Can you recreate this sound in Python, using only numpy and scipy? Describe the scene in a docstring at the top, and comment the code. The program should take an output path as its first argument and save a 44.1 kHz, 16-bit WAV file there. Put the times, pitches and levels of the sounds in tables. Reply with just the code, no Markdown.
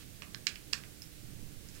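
"""A small plastic cap is twisted off a bottle at a workbench: it sticks and lets go in sharp clicks
that ring cap and bottle for a few ms. The bench top and a small dry room answer. Then a sleeved arm
swings forward with a soft rumble and lays the cap on paper. Faint rubs and a low room tone lie
underneath. Nearly all the sound is in the right channel; the left carries little but hiss."""
import sys
import numpy as np
from scipy import signal
from scipy.fft import rfft, irfft, next_fast_len
from scipy.io import wavfile
from scipy.ndimage import uniform_filter1d

SR = 44100
rng = np.random.default_rng(int(sys.argv[2]) if len(sys.argv) > 2 else 0)


def output_pcm(signal):
    """Save a mono or channel-first signal as 16-bit PCM at the path in sys.argv[1].

    Samples are clipped to [-1, 1] before scaling.
    """
    pcm = np.clip(np.atleast_2d(signal).T, -1, 1) * 32767
    wavfile.write(sys.argv[1], SR, np.round(pcm).astype(np.int16))


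N = 79380


def amp(db):
    """Gain from dB."""
    return 10 ** (np.asarray(db) / 20)


def unit(x):
    """Scaled to rms 1."""
    return x / np.sqrt(np.mean(x ** 2) + 1e-20)


def along(points, hz):
    """A curve of (f/Hz, value) points, read on a log frequency axis."""
    f, v = np.transpose(points)
    return np.interp(np.log(hz + 1), np.log(f + 1), v)


def filtered(x, response):
    """Zero-phase EQ; response gives the gain at each frequency."""
    n = x.shape[-1]
    padded = next_fast_len(n + 8192)
    return irfft(rfft(x, padded) * response(np.fft.rfftfreq(padded, 1 / SR)), padded)[..., :n]


def noise(spectrum, size):
    """Noise of rms 1, coloured by (f/Hz, level/dB) points."""
    return unit(filtered(rng.standard_normal(size), lambda hz: amp(along(spectrum, hz))))


def fade(t, t60):
    """Exponential decay, 60 dB down after t60 seconds."""
    return np.exp(-np.log(1000) * t / np.maximum(t60, 1e-4))


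def add(track, start, x):
    """Mix x into the track from start, in seconds."""
    i = max(round(start * SR), 0)
    track[i:i + len(x)] += x[:max(len(track) - i, 0)]


def pulse(gain, size):
    """The tightest transient (minimum phase) with the given gain against frequency."""
    cepstrum = irfft(np.log(gain(np.fft.rfftfreq(size, 1 / SR)) + 1e-6), size)
    cepstrum[1:size // 2] *= 2
    cepstrum[size // 2 + 1:] = 0
    return irfft(np.exp(rfft(cepstrum)), size)


def room_tone():
    """The workshop's bed: drifting rumble, airy noise and a faint hum."""
    # Hum tones: f/Hz, level/dB
    hum_tones = [(118.4, -64), (301.5, -62.5)]
    # Slow drift of the rumble: t/s, level/dB
    rumble_drift = [(0, -1.5), (.35, 0), (.47, 0.5), (.62, -1), (.82, 1.5), (.92, -1.5), (1.17, -2),
                    (1.35, 0.5), (1.8, -0.5)]
    # Spectra of the rumble and the air: f/Hz, level/dB
    rumble_spectrum = [(15, -11), (28, -2), (60, -3), (110, -3.5), (200, -8.5), (300, -14), (450, -17),
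                       (700, -26), (1100, -35), (2500, -52.5), (8000, -66)]
    air_spectrum = [(300, -13), (900, -8), (1500, -0.5), (2500, 0), (5000, -2), (9000, -3), (15500, -9)]
    t = np.arange(N) / SR
    hum = sum(amp(db) * np.sqrt(2) * np.sin(2 * np.pi * (hz * t + rng.random())) for hz, db in hum_tones)
    drift_db = np.interp(t, *np.transpose(rumble_drift))
    rumble = amp(-49 + drift_db) * noise(rumble_spectrum, N)
    air = amp(-56) * noise(air_spectrum, N)
    return rumble + air + hum


def rubs():
    """Fingers, plastic and paper rub in faint grainy swishes as the cap is gripped and set down."""
    # Swishes: peak t/s, half-width/s, level/dB, centre f/Hz
    swishes = [(.015, 0.025, -52.5, 2640), (1.059, 0.0074, -58, 1960), (1.765, 0.079, -59, 3500)]
    t, track = np.arange(N) / SR, np.zeros(N)
    for peak, width, db, centre_hz in swishes:
        grain_db = -1.5 * unit(uniform_filter1d(rng.standard_normal(N), size=90))  # 2 ms grains
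        friction = amp(grain_db) * rng.standard_normal(N)
        # The band is 6 dB down an octave either side of its centre.
        swish = filtered(friction, lambda f: 1 / (1 + np.log2((f + 1) / centre_hz) ** 2))
        track += amp(db) * unit(swish) * np.exp(-((t - peak) / width) ** 2)
    return track


def cap_clicks():
    """Stick-slip: each slip cracks and rings cap and bottle, then bench, wall and room answer."""
    # Slips: t/s, level/dB, pitch factor, length factor, room send/dB, then level/dB in each EQ band
    clicks = [ (0.2205, -37.5, 1.02, 0.86, 4.5, 11.5, -5.5, 2, -7.5, -8.5, -6, -20),
              (.3460, -33, 0.97, 0.75, -3.5, 1, 4.5, -2.5, 0.5, 1.5, -8, -12),
              (0.4685, -20, 0.96, 1.03, -1.5, -3, -6.5, 1.5, -0.5, 0.5, 2, -0.5),
              (0.4706, -29, 0.92, 1, 4.5, -8.5, 2, 4, 0.5, 0, -14, -16),
              (0.5572, -39.5, 0.996, 0.54, 2.5, 0, -2, 8, -5, -5, -7, 1),
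              (0.729, -34, 0.88, 0.76, -1, 9, 3.5, 0, -1, 2, -1, 3),
              (0.7325, -20.5, 1.002, 0.87, -1, 2.5, 4, 1, 3, 2.5, 2, 5),
              (0.8364, -45, 0.86, .45, 1, -8, 5, 15, -6, -3, -9, -8),
              (1.0197, -40, 0.991, 0.77, 6, -15, -16, -10, -10.5, 0, -5.5, 18.5),
              (1.6865, -47.5, 0.94, 0.99, 4, -5, -2, -7.5, -10, 4, 10.5, 8),
              (1.7507, -50.5, 1.0, 0.64, 10, 10, 3.5, -8, -14.5, 2.5, 8, 2.5), ]
    # Bands of each click's EQ: f/Hz
    eq_bands = [1100, 1650, 2600, 4000, 5400, 8000, 11000]
    # Modes of cap and bottle: f/Hz, level/dB, t60/s
    modes = [(1190, -17, 0.021), (1695, -5, 0.01), (2470, 0, 0.0097), (2804, -0.5, 0.0097),
             (3386, -6, 0.01), (4306, 3.5, 0.0085), (4950, -4, 0.0088), (5396, 1.5, 0.011),
             (6540, -6, 0.0072), (7210, -4.5, 0.0086), (8000, -6, 0.008), (9230, -14.5, 0.0091),
             (11930, -23, 0.0074)]
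    # Spectrum of the slip itself, under the ring: f/Hz, level/dB
    crack_spectrum = [(200, -13), (800, -12), (1600, 5), (5000, 4), (8000, -4), (11000, -10.5),
                      (15500, -16)]
    # Early reflections off the bench and the near wall: delay/s, level/dB
    reflections = [(.0098, -19), (0.0121, -28)]
    attack_s, direct_delay_s = 0.00036, 0.00037
    scatter_db, scatter_turns = 0.83, 0.16
    direct_crack, sideways_crack = amp(-11.5), amp(-0.5)  # against the ring; sideways feeds the room
    radiate_hz = 690  # so small a body radiates little below this
    t, track = np.arange(SR // 25) / SR, np.zeros(N)
    hz, mode_db, t60 = np.transpose(modes)[:, :, None]
    signs = (-1) ** np.arange(len(hz))[:, None]
    for start, db, pitch, length, send_db, *eq_db in clicks:
        eq = list(zip(eq_bands, eq_db))
        gains = signs * amp(mode_db + along(eq, hz) + scatter_db * rng.standard_normal(hz.shape))
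        phases = scatter_turns * rng.standard_normal(hz.shape)
        partials = gains * np.sin(2 * np.pi * (hz * pitch * t + phases)) * fade(t, t60 * length)
        attack = 1 - np.exp(-t / (attack_s * length))
        ring = unit(partials.sum(axis=0) * attack)
        crack = unit(pulse(lambda f: amp(along(crack_spectrum, f) + along(eq, f)), len(t)))
        click = unit(ring + direct_crack * crack)
        gain = amp(db) / np.sqrt(10)  # the energy sits in about the first 4 of the 40 ms
        for delay, path_db in [(direct_delay_s, 0)] + reflections:
            add(track, start + delay, gain * amp(path_db) * click)
        reverb = signal.fftconvolve(ring, room()) + sideways_crack * signal.fftconvolve(crack, room())
        add(track, start, gain * amp(send_db) * reverb / np.hypot(1, sideways_crack))
    low_cut = signal.butter(2, radiate_hz, "highpass", fs=SR, output="sos")
    return signal.sosfilt(low_cut, track)


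def room():
    """Impulse response of the small room: quick scatter off the bench clutter and a short tail."""
    # Decay of the tail: f/Hz, t60/s
    decay_times = [(500, 0.64), (2000, .22), (5500, 0.23), (10000, 0.25)]
    # Tone of the reverb: f/Hz, level/dB
    colour = [(300, 13.5), (900, -1), (1700, 4), (3500, -0.5), (5200, -1), (8000, 2.5), (11000, -5.5),
              (15000, -3)]
    hz, frame_times, bands = signal.stft(rng.standard_normal(SR // 2), SR, nperseg=256)
    decay = fade(frame_times, along(decay_times, hz)[:, None])
    tail = signal.istft(bands * decay * amp(along(colour, hz))[:, None], SR, nperseg=256)[1]
    t = np.arange(len(tail)) / SR
    onset = 1 - np.exp(-(t / 0.0044) ** 2)  # the echoes build over a few ms
    scatter = noise(colour, len(t)) * fade(t, t60=0.067)
    return (amp(-5.5) * unit(tail * onset) + amp(-12) * unit(scatter * onset)) / np.sqrt(len(t))


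def sleeve():
    """Low cloth rumble that follows the arm's swing."""
    # Envelope of the swing: t/s, level/dB
    swing = [(1.15, -66), (1.23, -45), (1.32, -46.5), (1.40, -48), (1.437, -37.5), (1.465, -47.5),
             (1.6, -48.5), (1.68, -58), (1.8, -46)]
    # Spectrum of the moving cloth: f/Hz, level/dB
    cloth_spectrum = [(20, 13), (45, -40), (75, -2), (115, 4.5), (200, -4), (320, -10), (550, -29),
                      (1200, -43), (3000, -80)]
    swing_db = np.interp(np.arange(N) / SR, *np.transpose(swing))
    return amp(swing_db) * noise(cloth_spectrum, N)


def scene():
    """One microphone feeds the right channel, with a trace of bleed into the left."""
    mic = cap_clicks() + rubs() + sleeve() + room_tone()
    return np.array([amp(-50) * mic, mic])


def record(dry):
    """Each channel adds its own hiss; a brick-wall filter cuts the very top."""
    # Spectrum of the input hiss: f/Hz, level/dB
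    hiss_spectrum = [(30, -1.5), (150, 0), (330, -1), (550, -6), (950, -13.5), (1500, -5.5), (2500, -1),
                     (5000, 1), (10000, 0.5), (15500, -0.5)]
    hiss = amp(-58) * np.array([noise(hiss_spectrum, N), noise(hiss_spectrum, N)])
    return filtered(dry + hiss, lambda hz: hz < 15850)


dry = scene()
out = record(dry)
output_pcm(out)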